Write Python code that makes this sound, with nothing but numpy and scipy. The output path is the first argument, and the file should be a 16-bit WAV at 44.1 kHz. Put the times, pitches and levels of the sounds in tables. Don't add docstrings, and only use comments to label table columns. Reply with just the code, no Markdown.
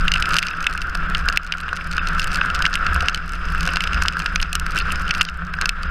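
import sys
import numpy as np
from scipy import signal
from scipy.fft import rfft, irfft
from scipy.io import wavfile
from scipy.ndimage import uniform_filter1d

SR = 44100
rng = np.random.default_rng(int(sys.argv[2]) if len(sys.argv) > 2 else 0)


def inscribe(sig):
    pcm = np.round(np.clip(np.atleast_2d(sig).T, -1, 1) * 32767)
    wavfile.write(sys.argv[1], SR, pcm.astype(np.int16))


def gain_from_decibels(decibels):
    exponent = np.asarray(decibels, float) / 20
    return 10 ** exponent


N = 260190
T = np.arange(N) / SR

# f/Hz, level/dB per Hz
RUMBLE = [(3, -8.5), (10, 3.5), (18, -6), (27, 5), (38, -1), (50, -16), (90, -30), (140, -24.5), (300, -65)]
# t/s, lift/dB, length/s
WAVES = [
    (0, 10, 0.56),
    (1.15, 5.5, 0.32),
    (2.25, 6.5, 0.4),
    (2.85, 5.5, 0.27),
    (3.45, 4, 0.59),
    (4., 5, 0.14),
    (4.4, 11.5, 0.11),
    (4.75, 3.5, 0.39),
    (5.7, 3.5, 0.2),
]
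# t/s, lift/dB
RIDGES = [(.2, 3), (.76, 3), (1.27, 4.5), (2.05, 3.5), (2.6, 6), (3., 15), (3.6, 3.5), (4., 9.5), (4.5, 10),
          (4.949, 5), (5.35, 6.5), (5.9, 8)]
# t/s, lift/dB
SEAMS = [
    (1.899, 4),
    (2.651, 3),
    (3.05, 2),
    (3.65, 4.5),
    (4.2, 8.5),
    (4.6, 4),
    (5.4, 8),
    (5.9, 2.5),
]


def shake():
    rumble = steadied(coloured(RUMBLE, 10, 52), share=0.51)
    fork = steadied(family(rng.standard_normal(N), [(67.0, 0, 0.18)], order=2), share=0.31)
    frame = steadied(family(rng.standard_normal(N), [(169.4, 0, 0.1)], order=2), share=0.13)
    waves = lifts(WAVES)
    ridges = lifts((s, db, 0.27) for s, db in RIDGES)
    seams = lifts((s, db, 0.26) for s, db in SEAMS)
    both = gain_from_decibels(-26.34 + waves) * rumble + gain_from_decibels(-33.5 + ridges) * fork
    both = both + gain_from_decibels(-38.5 + 0.82 * waves + seams) * frame
    return road(0, per_rough=0.03) * both


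# f/Hz, level/dB, t60/s
HOLLOW = [(1320.5, -5.5, 0.065), (1503, 6.5, 0.037), (1595, 5, 0.034)]
# f/Hz, level/dB, t60/s
BRACKET = [(526.4, -5, 0.15), (714, 3.5, 0.067), (770, 4, 0.01)]


def hollow():
    buzz = rng.standard_normal(N) * wobble(hz=70, db=3.5)
    damped = [(hz, db, 0.14 * t60) for hz, db, t60 in HOLLOW]
    note = steadied(family(buzz, damped, order=2), share=0.44)
    hum = evened(family(rng.standard_normal(N), BRACKET))
    return road(-27, per_rough=0.96) * (note + gain_from_decibels(-23) * hum)


# t/s, shell level/dB, then clack and tip levels/dB over the shell
KNOCKS = [(0.0811, -3.5, -14.5, -22), (.118, -6.5, -2, -12), (0.1385, -5, -9.5, -15), (.16, -7.5, -26, -25),
          (0.2243, -8, -6, -14), (0.3857, -1, -8.5, -11.5), (0.4278, -2.5, -11, -16),
          (0.6678, -0.5, -17, -18), (1.149, -9, -7.5, -21), (1.3737, 2.5, -12, -16), (1.5229, 0, -9, -19.5),
          (1.69, -11.5, -37, -23), (1.9809, -10, -17, -22), (2.1963, -9.5, -5.5, -9), (2.413, -9, -20, -30),
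          (2.6538, -1.5, -13, -27), (2.664, -5, -3, -18), (2.755, -3, -17, -11), (3.0847, -1.5, -9, -21),
          (3.1461, -8, -3, -8), (3.8065, -7.5, -12, -15.5), (4.0834, -4, -3.5, -13), (4.359, -4.5, -5, -19),
          (4.4006, -8.5, -22, -25), (4.4276, -9, 2.5, -12), (4.5535, -9.5, -2.5, -0.5),
          (5.109, -5.5, -7.5, -22), (5.2116, -0.5, -14, -18.5), (5.216, -2.5, -4, -13),
          (5.6926, -5.5, -3.5, -10)]
KNOCK_HZ = [2750, 2780, 2800, 2670, 2680, 2840, 2450, 2620, 2780, 2650, 2820, 2810, 2710, 2720, 2600, 2810,
            2855, 2850, 2746, 2950, 2670, 2820, 2490, 2810, 2580, 2880, 2650, 2740, 2790, 2670]
# t/s, shell level/dB, clack level/dB over the shell
RATTLES = [(0.143, -15, -7), (.257, -13, -4), (0.3347, -16, -3), (0.3423, -11, -5.5), (0.367, -7.5, -2.5),
           (0.435, -9, -13), (0.818, -13.5, -19), (2.072, -17, -2.5), (2.2286, -19, -4),
           (2.5012, -16.5, -8), (2.6228, -13, -0.5), (2.74, -14.5, 2.5), (2.866, -13, -3.5),
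           (3.007, -12.5, -4.5), (3.69, -14.5, -14), (3.7587, -15, -2), (3.77, -11, -6),
           (3.839, -10, -11.5), (3.841, -19, -6), (3.874, -11, -10), (3.9327, -12, -10), (4.059, -15, -8),
           (4.2007, -13.5, -7), (4.261, -10.5, -4.5), (4.776, -16, -3), (4.779, -12.5, -15),
           (4.8023, -14, -20), (4.905, -13.5, -30), (5.1494, -16, -4.5), (5.288, -11, -11)]
# f/Hz, level/dB, t60/s
SHELL = [(2064, -13, .025), (2362, -4, .016), (2646, 7, .019), (2857, 3, .011), (3510, -12, .018)]
# f/Hz, level/dB, t60/s
CLACK = [(4310, 1.3, 0.018), (4480, 0.83, 0.014), (4916, 11.7, 0.0099), (5410, 8.3, 0.0082),
         (6110, 3.5, 0.011)]
# f/Hz, level/dB, t60/s
TIP = [(7990, 0, .00145), (11010, 1.6, .0019), (12600, -11.8, .0007)]


def knocks():
    out = np.zeros(N)
    core_hz = SHELL[2][0]
    blows = KNOCKS + [(s, db, clack_db, clack_db - 9.5) for s, db, clack_db in RATTLES]
    pitches = KNOCK_HZ + [1.03 * core_hz] * len(RATTLES)
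    for (s, db, clack_db, tip_db), hz in zip(blows, pitches):
        shell = [(f * hz / core_hz, mode_db, t60) for f, mode_db, t60 in SHELL]
        add(out, s, gain_from_decibels(db + 1.5) * strike(shell, .0011, 1.5, blow=.6, detune=.008, snap_db=1))
        add(out, s, gain_from_decibels(db + clack_db + 2.5) * strike(CLACK, .001, 2.5, blow=.7))
        add(out, s, gain_from_decibels(db + tip_db + 2.5) * strike(TIP, .0009, 2, blow=.5, sign=-1))
        stir_air(out, s, db)
    return out


# t/s, hollow note level/dB
THUDS = [(0.7515, -9), (1.2803, -8.5), (1.372, -18), (1.522, -19), (1.5381, -9), (1.6536, -16),
         (1.6817, -7.5), (1.98, -4.5), (2.1827, -13), (2.4149, -3.5), (2.4495, -8), (2.605, -8),
         (3.0852, -6.5), (3.549, -8), (3.7378, -10), (3.77, -5), (4.0523, -8), (4.169, -4.5), (4.2, -9),
         (4.428, -12), (4.5532, -8), (4.6648, -11), (5.2098, -7), (5.2146, -9), (5.54, -10.5), (5.5875, -9),
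         (5.612, -11), (5.621, -7), (5.6435, -10), (5.658, -9)]
# t/s, hollow note level/dB, bracket level/dB
JOLTS = [(0.1595, -7, -40), (0.366, -7.5, -35), (0.6659, -8.5, -40), (.9515, -10.5, -35),
         (1.029, -13.5, -48), (1.2897, -12, -30), (1.3, -6.5, -36), (1.7295, -2.5, -31), (2.6445, -10, -45),
         (2.665, -1, -34), (2.9621, -5, -31), (3.0289, -33, -25.5), (3.3348, -16, -45), (3.6549, -15, -36),
         (3.674, -8.5, -28.5), (3.758, -47, -34), (4.0226, -7, -39), (4.0694, -25, -43), (4.2592, -5, -45),
         (4.3603, -6.5, -35), (4.5302, -21, -39), (5.421, -11.5, -34.5)]


def jolts():
    out = np.zeros(N)
    stiff = [(hz, db, .55 * t60) for hz, db, t60 in HOLLOW]
    for s, db, bracket_db in JOLTS + [(s, db, db - 79) for s, db in THUDS]:
        add(out, s - .0004, gain_from_decibels(db - .5) * strike(stiff, .0005, 2.5, blow=1.5, detune=.02, snap_db=0))
        add(out, s - .0013, gain_from_decibels(bracket_db + 4.5) * strike(BRACKET, .00031, .24, detune=0))
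    return out


# t/s, clack level/dB, tip level/dB over the clack
STONES = [(0.358, -19, -9), (.391, -7, -5), (.422, -19, -22), (0.469, -13, -7), (0.4847, -12.5, -21),
          (0.6275, -19, -5), (1.2868, -10, -11), (1.326, -20, -9), (1.968, -20.5, -7), (2.218, -18, -15),
          (2.243, -23.5, 5), (2.358, -18, -2), (2.55, -18, -8), (2.562, -22, -14), (2.73, -18.5, -15),
          (3.676, -18, -3), (4.0232, -16, -1.5), (4.2207, -21, -10), (4.416, -36, 5), (4.424, -20, -21),
          (4.53, -12.5, 0), (4.598, -21.5, 5.5), (4.7682, -20, -5), (4.788, -18.5, 1), (4.9215, -22, 6),
          (5.2296, -27, 4), (5.251, -15.5, -8), (5.6137, -13, -2.5), (5.6208, -19.5, -26),
          (5.6572, -10.5, -7), (0.897, -32, -2), (1.682, -31, -7), (2.149, -32, -2), (3.4866, -35, -2),
          (3.559, -37, -8), (5.643, -41, -10)]
# t/s, clack level/dB
MUD = [(.0097, -26), (.1736, -23), (.1811, -26), (.508, -27), (.6059, -20.5), (1.361, -22), (1.7314, -23),
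       (1.9278, -24), (1.9334, -24), (2.2364, -31), (2.278, -24), (2.3177, -23), (2.3547, -33),
       (2.5915, -23.5), (2.962, -26), (3.0588, -28), (3.1752, -24), (3.2616, -38), (3.945, -21),
       (4.02, -22), (4.1343, -28), (4.193, -22), (4.7979, -27), (4.8112, -17), (5.14, -23)]
# t/s, clack level/dB
GRIT = [(.2938, -27), (.3078, -21), (.6425, -23), (.777, -20.5), (.9487, -28), (.9523, -19), (1.1712, -27),
        (1.4741, -24), (1.5724, -28), (1.6033, -19.5), (1.7657, -21), (1.772, -25), (1.916, -23.5),
        (2.3161, -29), (2.331, -23), (2.3455, -18), (2.7464, -26), (3.0237, -23), (3.159, -23),
        (3.3348, -25), (3.608, -19.5), (3.654, -22), (3.7357, -22), (4.1693, -24), (4.6649, -19.5),
        (4.9579, -23), (5.0802, -27.5), (5.092, -26), (5.5379, -23), (5.8324, -21.5)]
# t/s, clack level/dB
SAND = [(.1556, -25), (.2006, -23), (.4961, -36), (.698, -28), (.7276, -25.5), (.8236, -28), (1.1916, -31),
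        (1.433, -26), (1.9128, -26), (2.0866, -23.5), (2.3227, -35), (2.372, -26), (2.4593, -26.5),
        (2.547, -22), (2.556, -25), (3.0964, -18), (3.2935, -26), (3.631, -21.5), (3.6644, -24),
        (4.0347, -32), (4.125, -27), (4.7199, -29), (4.7594, -24), (5.015, -33), (5.1805, -28),
        (1.447, -29), (1.466, -23), (1.583, -24.5), (2.848, -35), (2.966, -36)]
# t/s, clack level/dB
DROPS = [(.088, -37), (.205, -41), (1.0993, -33), (1.2581, -37), (1.2984, -30), (1.6115, -32),
         (1.7586, -31), (1.8686, -42), (2.2725, -27.5), (2.9336, -32), (2.9452, -38), (3.3212, -32),
         (3.5488, -35), (4.7082, -45), (4.7486, -33), (5.0201, -41), (.061, -52), (.321, -32), (.454, -33),
         (.572, -35), (.737, -30), (1.181, -32), (1.211, -45), (1.546, -40), (2.339, -32), (2.386, -52),
         (2.678, -35), (2.699, -36), (2.709, -39), (2.789, -41)]


def touches():
    out = np.zeros(N)
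    hits = list(STONES)
    for rows, tip_db in ((MUD, -8), (GRIT, -5), (SAND, -2.5), (DROPS, 3.5)):
        hits += [(s, db, tip_db) for s, db in rows]
    for s, db, tip_db in hits:
        add(out, s, gain_from_decibels(db + 2.5) * strike(SHELL, .0006, 4.5, blow=.9))
        add(out, s, gain_from_decibels(db + 2.5) * strike(CLACK, .0008, 3, blow=.8))
        add(out, s, gain_from_decibels(db + tip_db + 2) * strike(TIP, .0006, 2, blow=.5, sign=-1))
    for s, db, _ in STONES:
        stir_air(out, s, db)
    return out


# t/s, clack level/dB, tip level/dB over the clack
CHIPS = [(0.326, -23, -9.0), (0.466, -24, -11), (0.506, -33, -3), (0.7493, -31, -20.0), (0.809, -31, -12),
         (0.897, -42, -9), (0.9738, -29, -14), (1.539, -26, -17.5), (1.7516, -33.0, -26), (1.873, -33, -4),
         (1.9495, -32, -11.0), (1.981, -27, -23), (2.1327, -33, -11), (2.1824, -30, -15.5),
         (2.1856, -29, -14), (2.205, -25, -10), (2.5098, -38, -21.0), (2.9447, -22, -4),
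         (3.1305, -29, -27.5), (3.2799, -30, -10.0), (3.454, -30, -14), (3.521, -32, -11),
         (3.6377, -33, -14.5), (3.822, -26, -8.5), (4.036, -20, -9), (4.416, -17, -9.5), (4.7078, -26, -11),
         (4.7122, -31, -10), (4.822, -31, -25.5), (4.997, -31, -12), (5.173, -30, -10), (5.23, -21, -6),
         (5.243, -31, -6.0), (5.4506, -31.5, -15.0), (5.4687, -32, -14), (5.5879, -31, -28.5)]
# t/s, shell level/dB
BUMPS = [(0.141, -14), (0.1556, -23.0), (0.1811, -24), (0.2406, -21), (0.3124, -19), (0.496, -22),
         (0.512, -15), (0.534, -19), (0.644, -14.5), (0.7769, -14), (1.0231, -26), (1.1008, -31),
         (1.538, -12), (1.5844, -20), (1.6824, -24), (1.7715, -16.5), (1.8109, -16.5), (1.994, -17),
         (2.0874, -32), (2.15, -27), (2.244, -17), (2.408, -38), (2.7747, -18), (2.9559, -19), (3.177, -19),
         (3.486, -26), (3.549, -25), (3.5564, -24), (3.6554, -22), (4.136, -22), (4.919, -24), (5.08, -19),
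         (5.097, -19), (5.1994, -20), (5.5402, -17.5), (5.6428, -27)]
# t/s, tip level/dB
SPECKS = [(0.2746, -46), (0.3465, -45.0), (0.4008, -37), (0.4213, -43), (0.4798, -45), (0.515, -48.0),
          (0.5666, -46), (0.7109, -39), (0.8176, -31.5), (0.8716, -46), (1.1989, -42), (1.3021, -50.0),
          (1.3666, -49), (1.4424, -51.0), (1.5914, -46), (1.7338, -46), (1.8445, -42), (2.0397, -56),
          (2.4377, -47.5), (2.5142, -51), (2.6027, -48.5), (2.7594, -37), (2.9491, -39), (3.0125, -51.5),
          (3.0613, -50.5), (3.0902, -44), (3.3539, -42), (3.4596, -52), (3.5017, -44), (3.5878, -51),
          (4.0271, -43), (4.0665, -52), (4.174, -47.0), (4.1842, -41), (4.2072, -44), (4.2309, -47),
          (4.2553, -49.0), (4.422, -42), (4.5485, -43), (4.7785, -40), (4.8004, -40), (4.8547, -50),
          (4.9007, -50.0), (4.9046, -53), (4.9759, -51), (5.0112, -47.5), (5.0539, -51), (5.1134, -47),
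          (5.1576, -44.0), (5.2978, -36), (5.3433, -46), (5.6736, -50.0), (5.8261, -48)]
# t/s, tip level/dB
FLECKS = [(0.0509, -42), (0.2068, -31), (0.2629, -45), (0.2907, -28.5), (0.2977, -39), (0.3418, -25),
          (0.3749, -29), (0.4476, -42), (0.5304, -44), (0.6211, -45.5), (0.6528, -46), (0.6785, -49.0),
          (0.7564, -38), (0.8346, -46), (1.3332, -41), (1.6997, -50.5), (1.8071, -48), (1.8393, -47),
          (2.1911, -40), (2.3538, -36.5), (2.4511, -38), (2.4691, -48.0), (2.6605, -48), (3.0323, -41.5),
          (3.1058, -51.0), (3.1398, -64), (3.1845, -51.0), (3.2617, -44), (3.3476, -45.5), (3.3926, -53),
          (3.5079, -48.0), (3.5237, -39), (3.5804, -39), (3.5851, -46), (3.5974, -52), (3.6133, -43),
          (3.706, -41.0), (3.838, -29), (3.8683, -45.0), (4.0707, -51), (4.1934, -26), (4.2441, -37),
          (4.3244, -45), (4.3524, -37), (4.6621, -41), (4.6894, -48.5), (4.8711, -44.5), (4.8832, -49.5),
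          (4.9154, -39.0), (4.9296, -41), (5.0199, -36), (5.1856, -43.0), (5.3737, -41), (5.5529, -47)]


def ticks():
    out = np.zeros(N)
    fine = [(s, db + 11, -11) for s, db in SPECKS] + [(s, db - 3, 3) for s, db in FLECKS]
    for s, db, tip_db in CHIPS + fine:
        add(out, s, gain_from_decibels(db + 4) * strike(CLACK, .0001, 1.6, blow=.48))
        add(out, s, gain_from_decibels(db + tip_db + 8.5) * strike(TIP, .00055, 3.6, blow=.51, sign=-1.8))
    for s, db in BUMPS:
        add(out, s, gain_from_decibels(db + 3.5) * strike(SHELL, .00013, 10, blow=2.3))
    return out


def patter():
    spray_gusts = wobble(hz=70, db=5.5)
    grit = grains(per_s=350, spread_db=4.5)
    out = 0
    for modes, spray_db, grit_db in ((SHELL, -4, -12), (CLACK, -13, -16), (TIP, -25, -29)):
        spray = grains(per_s=1500, spread_db=4.5)
        out = out + gain_from_decibels(spray_db) * spray_gusts * evened(struck(spray, modes))
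        out = out + gain_from_decibels(grit_db) * evened(struck(grit, modes))
    port = evened(family(rng.standard_normal(N), [(5050, 0, .0055)], order=2)) * spray_gusts ** .3
    return road(-40.5, per_rough=0.065, per_wet=0.93) * (out + gain_from_decibels(-9.5) * port)


# f/Hz, level/dB per Hz
WASH = [(53, -46), (90, -9), (118, -12), (171, -7), (241, -14.5), (875, -21.5), (1370, 1), (2030, -16),
        (2700, -16.5), (6500, -45.5), (8450, -44), (14300, -120)]


def wash():
    gain = road(-42.5, per_rough=0.17, per_wet=0.25)
    return gain * coloured(WASH, 221, 910) * wobble(hz=26, db=2)


def whine():
    return gain_from_decibels(-73.5) * evened(ring(rng.standard_normal(N), 12900, .04))


# t/s, roughness level/dB, wetness level/dB
ROAD = [(0, -6, -4), (.25, 6.5, 1.5), (.45, 3.5, 3.5), (.85, -2.5, -10), (1.1, -2.5, -10), (1.5, 2, -5.5),
        (1.8, -2.5, -3), (2.4, 0, -3), (2.9, 6.5, 1), (3.1, 3, 0.5), (3.3, -7.5, -4.5), (3.7, -6, 0.5),
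        (4.2, 1, 1.5), (4.6, -6, -5), (4.8, -3, 0.5), (5.24, -1, -4.5), (5.46, -4.5, -15.5), (5.9, -4, -6)]


def road(db, per_rough, per_wet=0):
    s, rough, wet = np.transpose(ROAD)
    return gain_from_decibels(db + np.interp(T, s, per_rough * rough + per_wet * wet))


def lifts(rows):
    return sum(db * np.exp(-(2 * (T - s) / length) ** 2) for s, db, length in rows)


def evened(x):
    return x / np.sqrt(np.mean(x ** 2) + 1e-20)


def steadied(x, share):
    swing = np.sqrt(uniform_filter1d(evened(x) ** 2, size=3500) + 0.043)
    return evened(x / swing ** share)


def coloured(points, lo_hz, hi_hz):
    hz = np.fft.rfftfreq(N, 1 / SR)
    f, db = np.transpose(points)
    z = rfft(rng.standard_normal(N)) * gain_from_decibels(np.interp(np.log(hz + 1), np.log(f + 1), db))
    inside = irfft(z * (hz > lo_hz) * (hz < hi_hz), N)
    return irfft(z, N) / np.std(inside)


def wobble(hz, db):
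    pole = np.exp(-2 * np.pi * hz / SR)
    slow = signal.lfilter([1], np.poly([pole, pole]), rng.standard_normal(N))
    return gain_from_decibels(db * evened(slow))


def grains(per_s, spread_db):
    size = gain_from_decibels(spread_db * np.minimum(rng.exponential(1, N), 4))
    return size * rng.choice([-1, 1], N) * (rng.random(N) < per_s / SR)


def ring(x, hz, t60):
    r = 1000 ** (-1 / (t60 * SR))
    w = 2 * np.pi * hz / SR
    return signal.lfilter([np.sin(w)], [1, -2 * r * np.cos(w), r * r], x)


def family(x, modes, order=1, sign=-1):
    out = 0
    for k, (hz, db, t60) in enumerate(modes):
        y = x
        for _ in range(order):
            y = ring(y, hz, t60)
        out = out + sign ** k * gain_from_decibels(db) * y
    return out


def struck(x, modes, sign=-1, snap_db=13):
    edges = [.72 * modes[0][0], 1.12 * modes[-1][0]]
    both = family(x, modes, sign=sign) + gain_from_decibels(snap_db) * x
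    return signal.sosfilt(signal.butter(3, edges, "bandpass", fs=SR, output="sos"), both)


def strike(modes, contact_s, spread_db, blow=3.0, sign=1, detune=.025, snap_db=13):
    t = np.arange(1800) / SR
    noise = rng.standard_normal(1800)
    chatter = noise * np.sqrt(t / contact_s) * np.exp(-t / contact_s)
    contact = chatter / np.linalg.norm(chatter) + blow * (t == 0)
    z = rfft(np.roll(contact, 6))
    drive = irfft(z / abs(z) ** .75) * np.exp(-t / (5 * contact_s))
    chance = rng.standard_normal(len(modes)) * spread_db
    shift = 1 + detune * rng.standard_normal(len(modes))
    here = [(hz * d, db + c, t60) for (hz, db, t60), c, d in zip(modes, chance, shift)]
    y = struck(drive, here, sign, snap_db)
    return y / abs(y).max()


def add(mix, s, sound):
    part = mix[round((s - .0005) * SR):][:len(sound)]
    part += sound[:len(part)]


def stir_air(mix, s, db):
    add(mix, s, gain_from_decibels(db - 19) * strike(HOLLOW, .00019, 1.8))


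def scene():
    through_mount = shake() + hollow() + jolts()
    on_case = knocks() + touches() + ticks() + patter()
    return (through_mount + on_case + wash() + whine())[None]


def starve(x, moments, top_hz, pick, lift):
    short = sum((T > a) & (T < b) for a, b in moments)
    hz, _, z = signal.stft(x, SR, nperseg=1536)
    strong = abs(z) > pick * uniform_filter1d(abs(z), size=25, axis=1)
    upper = ((hz > 3000) & (hz < top_hz))[:, None]
    lower = (hz <= 3000)[:, None]
    thin = signal.istft(lift * z * strong * upper + z * lower, SR)[1][:, :N]
    return x + (thin - x) * uniform_filter1d(short * 1., size=90)


def trim(x):
    hz, _, z = signal.stft(x, SR, nperseg=1024)
    out = z.copy()
    for lo, hi, share in [(13300, 14000, .1), (14000, 14700, .22), (14700, 15300, .4),
                          (15300, 15870, .55), (15870, SR, .9)]:
        band = (hz >= lo) & (hz < hi)
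        power = (abs(z[:, band]) ** 2).sum(axis=1, keepdims=True)
        out[:, band] *= power > np.quantile(power, share)
    return signal.istft(out, SR)[1][:, :N]


def roll_off(x):
    return signal.sosfilt(signal.butter(12, 16470, fs=SR, output="sos"), x)


# from t/s, to t/s
STARVED = [(.518, .527), (1.072, 1.082), (1.984, 2.016), (3.037, 3.042), (3.119, 3.129), (4.805, 4.817),
           (5.192, 5.204), (5.507, 5.524), (5.554, 5.569), (5.873, 5.888)]
# from t/s, to t/s
PINCHED = [(5.265, 5.288)]


def record(dry):
    dull = signal.sosfilt(signal.butter(2, 11000, fs=SR, output="sos"), dry)
    peak_db = 20 * np.log10(abs(dull[0]) + 1e-9)
    creep = T * 13.8
    over_db = np.maximum.accumulate(np.maximum(peak_db + 4.5, 0) * 0.97 + creep) - creep
    held = dull / gain_from_decibels(uniform_filter1d(over_db, size=61, origin=30))
    top = signal.sosfiltfilt(signal.butter(12, 16400, fs=SR, output="sos"), np.clip(held, -1, 1))
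    short = starve(top, STARVED, top_hz=5300, pick=1.6, lift=2)
    short = starve(short, PINCHED, top_hz=7000, pick=1., lift=2.8)
    return roll_off(trim(short))


dry = scene()
out = record(dry)
inscribe(out)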